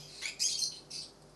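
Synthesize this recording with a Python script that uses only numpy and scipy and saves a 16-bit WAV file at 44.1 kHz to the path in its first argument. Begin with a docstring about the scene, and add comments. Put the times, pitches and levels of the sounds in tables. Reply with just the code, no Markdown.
"""Two caged cockatiels quarrel: a low squawk, a harsh screech in several pushes, and hisses.
Each squawk is an unsteady whistle of the syrinx with its harmonics, wrapped in a rasp of
sputtering air that rings the throat. The scene opens on the breathy tail of a squawk, and the
screech ends on a whistle and a rattle of puffs.
The cage ticks faintly; the small room rings briefly over a low hum."""
import sys
import numpy as np
from scipy import signal
from scipy.fft import rfft, irfft
from scipy.io import wavfile
from scipy.ndimage import map_coordinates

SR = 44100
rng = np.random.default_rng(int(sys.argv[2]) if len(sys.argv) > 2 else 0)


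def waveform_to_disk(signal):
    """Save audio, clipped to [-1, 1], as 16-bit WAV at the path in sys.argv[1]."""
    frames = np.transpose(np.atleast_2d(signal))
    scaled = np.clip(frames, -1, 1) * 32767
    samples = np.round(scaled).astype(np.int16)
    wavfile.write(sys.argv[1], SR, samples)


N = 59535

# Syrinx notes: the squawk, the first and last push of the screech, the closing whistle
# (time [s], pitch [Hz], level [dB], roughness [0-1])
LOW_SQUAWK = [(.217, 1901, -58, 0.98), (.228, 2068, -45, 0.57), (.238, 2078, -45, 0.6),
              (.248, 2305, -40.5, 0.25), (.257, 2235, -44, 1), (.266, 2405, -36, 0.22),
              (.277, 2419, -51, 1.1), (.287, 2501, -36.5, 0.1), (.298, 2460, -43, 0.5)]
RISING_SCREECH = [(.394, 2420, -46, 0.52), (.406, 2327, -55, 0.63), (.409, 2507, -31.5, 0.084),
                  (.413, 2478, -38, 0.33), (.427, 2487, -28.5, .06), (.432, 2800, -41, 0.39),
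                  (.442, 3160, -28, 0.25), (.451, 3240, -34, 0.048), (.469, 3275, -29.5, 0.3),
                  (.480, 3310, -43, 0.26)]
SHORT_SCREECH = [(.574, 2490, -39.5, 0.52), (.586, 2900, -47, 0.65), (.594, 3180, -32, 0.077),
                 (.599, 3132, -40, .3), (.610, 3047, -44, 0.73)]
WHISTLE = [(.606, 2080, -62, 0.33), (.621, 2140, -32, .15), (.625, 2091, -31, 0.041),
           (.633, 2112, -30.5, 0.047), (.642, 2050, -43, .25)]
# Middle push of the screech, settling into a steady 3.2 kHz room ring (same columns)
MIDDLE_PUSH_AND_RING = [(.483, 2296, -51, 0.98), (.508, 2683, -57.5, 0.47), (.517, 3180, -45, 0.15),
                        (.565, 3220, -47, 0.083)]
# The syrinx's second side sounding apart, and the voiced core of a late hiss (same columns)
SQUAWK_SECOND_SIDE = [(.224, 2080, -43.5, 0.03), (.229, 2050, -47.5, 0.14), (.233, 1772, -52, 0.25),
                      (.242, 1697, -43.5, .2), (.250, 1660, -55, 0.6)]
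SCREECH_SECOND_SIDE = [(.458, 2400, -44, 0.47), (.462, 2510, -26.5, 0.25), (.466, 2480, -36, 0.52),
                       (.484, 2380, -44.5, 0.82), (.496, 2090, -43, 0.55), (.512, 2100, -42, 0.16),
                       (.522, 2380, -36, 0.25), (.538, 2185, -40, 0.77), (.568, 2320, -46, 0.85)]
HISS_CORE = [(.907, 2780, -53, .8), (.934, 2530, -49, .85), (.984, 2366, -46, 0.8), (.992, 2285, -40, .45),
             (.998, 2380, -48, 0.85), (1.014, 2530, -46, 0.67)]
# Harmonic balance of the notes, from the fundamental up (relative level [dB])
LOW_HARMONICS = [-2.5, -6, -8.5, -16]
SCREECH_HARMONICS = [-13.5, 1.3, -11.5]
MIDDLE_HARMONICS = [0, 0.72, -5]
WHISTLE_HARMONICS = [-38, 16, -14, -15]
CORE_HARMONICS = [-27, 5, -15]
def squawks():
    """The pitched layer of the calls; the two sides of the syrinx can hold separate notes."""
    return (syrinx(LOW_SQUAWK, LOW_HARMONICS) + syrinx(SQUAWK_SECOND_SIDE, CORE_HARMONICS)
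            + syrinx(RISING_SCREECH, SCREECH_HARMONICS)
            + syrinx(MIDDLE_PUSH_AND_RING, MIDDLE_HARMONICS)
            + syrinx(SCREECH_SECOND_SIDE, CORE_HARMONICS)
            + syrinx(SHORT_SCREECH, SCREECH_HARMONICS)
            + syrinx(WHISTLE, WHISTLE_HARMONICS)
            + syrinx(HISS_CORE, CORE_HARMONICS))


JITTER, JITTER_HZ = 0.0566, 850  # pitch spread at full roughness, and its speed
SHIMMER_DB, SPUTTER_HZ = 7, 294  # level spread at full roughness, and its speed
def syrinx(note, harmonics):
    """A whistle with harmonics; roughness shakes its pitch and level."""
    hz, db, rough = (automation(note, column) for column in (1, 2, 3))
    rough = np.clip(rough, 0, 1)
    pitch = hz * (1 + JITTER * rough * wander(JITTER_HZ))
    phase = 2 * np.pi * np.cumsum(pitch) / SR
    weights = undb(harmonics) / np.sqrt(np.sum(undb(harmonics) ** 2) / 2)
    tone = sum(w * np.sin(k * phase) for k, w in enumerate(weights, 1))
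    shimmer_db = SHIMMER_DB * rough * np.clip(wander(SPUTTER_HZ), -2, 2)
    return tone * undb(db + shimmer_db) * gate(note)


# Breath envelopes of the squawk and the three pushes (time [s], level [dB])
LOW_RASP = [(.216, -45), (.226, -42.5), (.250, -49.5), (.280, -47.5), (.296, -50)]
FIRST_RASP = [(.394, -35), (.405, -38.5), (.415, -32.5), (.432, -36), (.456, -42.5), (.464, -45.5),
              (.474, -40), (.482, -37)]
MIDDLE_RASP = [(.480, -51), (.497, -37.5), (.514, -41.5), (.522, -33.5), (.538, -47), (.551, -70),
               (.570, -50)]
LAST_RASP = [(.574, -49), (.603, -35.5), (.618, -40), (.632, -38)]
# Throat colour of each (frequency [Hz], relative level [dB])
LOW_THROAT = [(300, -13), (850, -3.5), (1300, -8), (1700, 3), (2200, -8), (2700, 2.5), (3500, 3),
              (5200, -3), (6800, -1.5), (8200, -27), (10000, -2), (12000, -17.5)]
FIRST_THROAT = [(1400, -46), (2100, -10.5), (2600, -16.5), (3500, -27.5), (4300, -4.5), (4900, 3.5),
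                (5500, -0.5), (6100, 1.5), (7100, -2), (9000, -8.5), (12000, -15.5)]
MIDDLE_THROAT = [(1500, -51), (2500, -12), (2950, -20), (3200, 0), (3500, 0), (4670, 0.5), (5500, 3),
                 (5830, 5), (6370, 2), (7610, -3), (9080, 0), (11200, -14), (12100, -25)]
LAST_THROAT = [(1900, -40), (2500, -10), (3050, 1.5), (3700, -36), (4400, 11.5), (5100, 11), (6150, 12),
               (6800, 0), (7400, -14), (8600, 12.5), (9800, -7), (11500, -2)]
# The throat tightens and relaxes in the first push (time [s], resonance shift [ratio])
FIRST_GLIDE = [(0.395, 0.93), (.428, 1.01), (.448, 1.08), (0.469, .98)]
def rasps():
    """The breath layer: rasping air around the squawk and each push of the screech."""
    return (rasp(LOW_RASP, LOW_THROAT) + rasp(FIRST_RASP, FIRST_THROAT, FIRST_GLIDE)
            + rasp(MIDDLE_RASP, MIDDLE_THROAT) + rasp(LAST_RASP, LAST_THROAT))


def rasp(envelope, throat, glide=None):
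    """Air torn into irregular puffs, coloured by the throat, whose resonances may glide."""
    air = noise(throat)
    if glide is not None:  # varispeed moves all resonances together
        air = map_coordinates(air, [np.cumsum(automation(glide))], order=5, mode="mirror")
    return air * flutter(SPUTTER_HZ, depth_db=4) * undb(automation(envelope)) * gate(envelope)


# Envelope of the rattle's puffs (time [s], level [dB])
RATTLE = [(.634, -34), (.638, -22), (0.647, -35.5), (0.655, -29.5), (.668, -34.5), (0.685, -34)]
# Throat colour of the rattle (frequency [Hz], relative level [dB])
RATTLE_THROAT = [(2300, -37), (3100, -24), (3750, -30), (4150, 1.5), (4500, 6.5), (5300, -7), (6100, 8),
                 (6700, -12), (7350, -42), (8600, -7), (10200, -12), (12000, -28)]
RATTLE_START_HZ, RATTLE_END_HZ, RATTLE_JITTER, PUFF_DECAY_S = 268.4, 169.3, .06, 0.0023
def rattle():
    """The whistle breaks into separate puffs that slow down and fade, each ringing the throat."""
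    t = times()
    start, end = RATTLE[0][0], RATTLE[-1][0]
    on = (t > start) & (t < end)
    rate = np.interp(t, (start, end), (RATTLE_START_HZ, RATTLE_END_HZ))
    rate *= 1 + RATTLE_JITTER * wander(RATTLE_END_HZ)
    puff_age = (np.cumsum(rate * on) / SR % 1) / rate
    puffs = on * np.exp(-puff_age / PUFF_DECAY_S) * undb(automation(RATTLE))
    return noise(RATTLE_THROAT, puffs)


# The breathy tail of a squawk, then four hisses; a negative sag swells
# (start [s], length [s], level [dB], attack [s], sag [dB/s], release [s])
BREATHS = [(-.01, 0.072, -50.5, .008, 46, 0.027), (0.077, 0.13, -53.5, 0.014, -26, 0.024),
           (0.711, 0.059, -51, 0.0061, 31, 0.034), (0.902, 0.075, -43.5, 0.034, 31, 0.019),
           (1.011, 0.018, -45, 0.0055, 5, 0.023)]
# One throat colour per breath (frequency [Hz], relative level [dB])
BREATH_THROATS = [
    [(1800, -25), (2450, -13), (2700, -18), (3220, -6.5), (3700, -18.5), (4600, -10), (5050, 1),
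     (5450, -14.5), (6300, -8), (8300, -27), (11000, -21)],
    [(1800, -16), (2500, -10.5), (3500, -18), (4000, 1), (4900, -3.5), (5800, -10), (7300, -14.5),
     (9000, -12), (12000, -30)],
    [(2000, -15.5), (2600, -9), (3050, 1.5), (3500, -11.5), (4150, 6.5), (4650, 0), (5300, -6.5),
     (5900, -17), (7700, -15), (9400, -4), (10600, -24)],
    [(1750, -53), (2200, -15), (2650, -10), (3400, -20.5), (4100, -3.5), (4800, -5), (5700, -0.5),
     (6400, -5), (7100, -24), (8500, -10.5), (10000, -11.5), (12000, -28.5)],
    [(2400, -16), (3250, -5.5), (3700, -4.5), (4400, 4.5), (5300, 4), (6200, -8), (6800, -20), (8400, -2),
     (9200, -12), (10200, -9), (11200, -41)],
]
def breaths():
    """Sputtering air for a squawk's tail and four hisses: attack, a sloping hold, release."""
    out = np.zeros(N)
    for (start, length, db, attack, sag, release), throat in zip(BREATHS, BREATH_THROATS):
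        age = times() - start
        fade_in = np.sqrt(np.clip(age / attack, 0, 1))
        hold = undb(db - sag * np.clip(age, 0, length))
        fade_out = np.exp(-np.maximum(age - length, 0) / release)
        out += fade_in * hold * fade_out * noise(throat) * flutter(SPUTTER_HZ, depth_db=1.5)
    return out


# Taps on the cage (time [s], level [dB])
TICKS = [(1.221, -57), (1.296, -64.5)]
# Ring of the bars (frequency [Hz], relative level [dB])
TICK_COLOUR = [(2000, -9), (3500, -22), (4700, 2), (6500, -16), (9000, 1.5), (12000, -28)]
TICK_DECAY_S = 0.0066
def cage():
    """Light taps of a claw or beak on the bars."""
    t = times()
    taps = sum(undb(db) * (t > s) * np.exp(-np.abs(t - s) / TICK_DECAY_S) for s, db in TICKS)
    return noise(TICK_COLOUR) * taps


# Early reflections from wall, tray and shelf (delay [s], relative level [dB])
REFLECTIONS = [(.0027, -13.5), (.0046, 0)]
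def reflect(x):
    """Near surfaces comb the breathy sounds; their power stays the same."""
    t = times()
    echoes = sum(undb(db) * map_coordinates(x, [np.round((t - delay) * SR)], order=0)
                 for delay, db in REFLECTIONS)
    return (x + echoes) / np.sqrt(1 + sum(undb(db) ** 2 for _, db in REFLECTIONS))


ROOM_T60_S, TREBLE_T60_S, CROSSOVER_HZ = 0.32, 0.24, 6500
WET_DB, PREDELAY_S = -5, 0.0024
def room(x):
    """Direct sound and a short diffuse tail whose treble dies first."""
    t, grain = times(), rng.standard_normal(N)
    low = signal.sosfiltfilt(signal.butter(2, CROSSOVER_HZ, fs=SR, output="sos"), grain)
    treble = grain - low
    tail = (low * undb(-60 * t / ROOM_T60_S) + treble * undb(-60 * t / TREBLE_T60_S)) * (t > PREDELAY_S)
    return x + undb(WET_DB) * signal.fftconvolve(x, tail / np.linalg.norm(tail))[:N]


# Quiet hum tones (frequency [Hz], level [dB], waver [dB])
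HUM = [(48.6, -70, -1.5), (396, -68, 1.5), (501.4, -74, 2)]
# The strongest tone starts louder, dips briefly and settles (time [s], level [dB])
LOUD_HUM = [(0, -56.5), (.12, -57), (.17, -81), (.25, -67), (1.35, -64.5)]
LOUD_HUM_HZ, WAVER_HZ = 149.2, 7.0
def hum():
    """Mains hum: four low tones, each wavering in level."""
    def tone(hz, db, waver_db):
        gain = np.sqrt(2) * undb(db) * flutter(WAVER_HZ, waver_db)
        return gain * np.sin(2 * np.pi * (hz * times() + rng.random()))
    return sum(tone(*row) for row in HUM) + tone(LOUD_HUM_HZ, automation(LOUD_HUM), waver_db=3.5)


# Colours of the room's low bed and its air (frequency [Hz], relative level [dB])
FLOOR = [(41, -36), (70, -14), (130, -11.5), (219, -9), (389, -9), (426, -13), (615, -12.5), (1440, -22.5),
         (2080, -34.5)]
AIR = [(1200, -14), (1800, -8), (3000, -10.5), (5000, -2), (8000, -11), (11500, -12.5), (12500, -36)]
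FLOOR_DB, AIR_DB = -59.5, -67.5
def room_tone():
    """A steady bed of low room noise and faint air."""
    return undb(FLOOR_DB) * noise(FLOOR) + undb(AIR_DB) * noise(AIR)


def noise(colour, drive=1):
    """Noise of rms 1, shaped in time by drive, then rung through a colour curve."""
    hz, db = np.array(colour, float).T
    octave = np.log2(np.maximum(np.arange(N + 1) * SR / (2 * N), 1))
    outside = np.maximum(np.log2(hz[0]) - octave, 0) + np.maximum(octave - np.log2(hz[-1]), 0)
    gain = undb(np.interp(octave, np.log2(hz), db) - 30 * outside)  # skirts of 30 dB per octave
    source = rng.standard_normal(2 * N) * np.resize(drive, 2 * N)
    return irfft(rfft(source) * gain)[:N] / np.sqrt(np.mean(gain ** 2))


def wander(hz):
    """Smooth random modulation of spread 1 that changes about hz times a second."""
    f = np.arange(N + 1) * SR / (2 * N)
    y = irfft(rfft(rng.standard_normal(2 * N)) * np.exp(-(f / hz) ** 2))
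    return y[:N] / y.std()


def flutter(hz, depth_db):
    """Uneven gain with mean power 1."""
    gain = undb(depth_db * np.clip(wander(hz), -2, 2))
    return gain / np.sqrt(np.mean(gain ** 2))


def gate(curve, edge_s=0.0025):
    """Open from a curve's first breakpoint to its last, with quick edges."""
    t, start, end = times(), curve[0][0], curve[-1][0]
    return np.clip((t - start) / edge_s + .5, 0, 1) * np.exp(-np.maximum(t - end, 0) / edge_s)


def automation(curve, column=1):
    """Straight ramps between the timed breakpoints of one column."""
    points = np.array(curve, float)
    return np.interp(times(), points[:, 0], points[:, column])


def undb(db):
    """Decibels to gain."""
    return 10 ** (np.asarray(db) / 20)


def times():
    """Time of each sample in seconds."""
    return np.arange(N) / SR


def scene():
    """Birds and cage in the room, over hum and room tone, in mono."""
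    birds = squawks() + reflect(rasps()) + rattle() + reflect(breaths())
    return (room(birds + cage()) + hum() + room_tone())[None]


TOP_HZ = 12000
def record(dry):
    """A steep low-pass cuts the top."""
    return signal.sosfilt(signal.ellip(8, .2, 60, TOP_HZ, fs=SR, output="sos"), dry)


dry = scene()
out = record(dry)
waveform_to_disk(out)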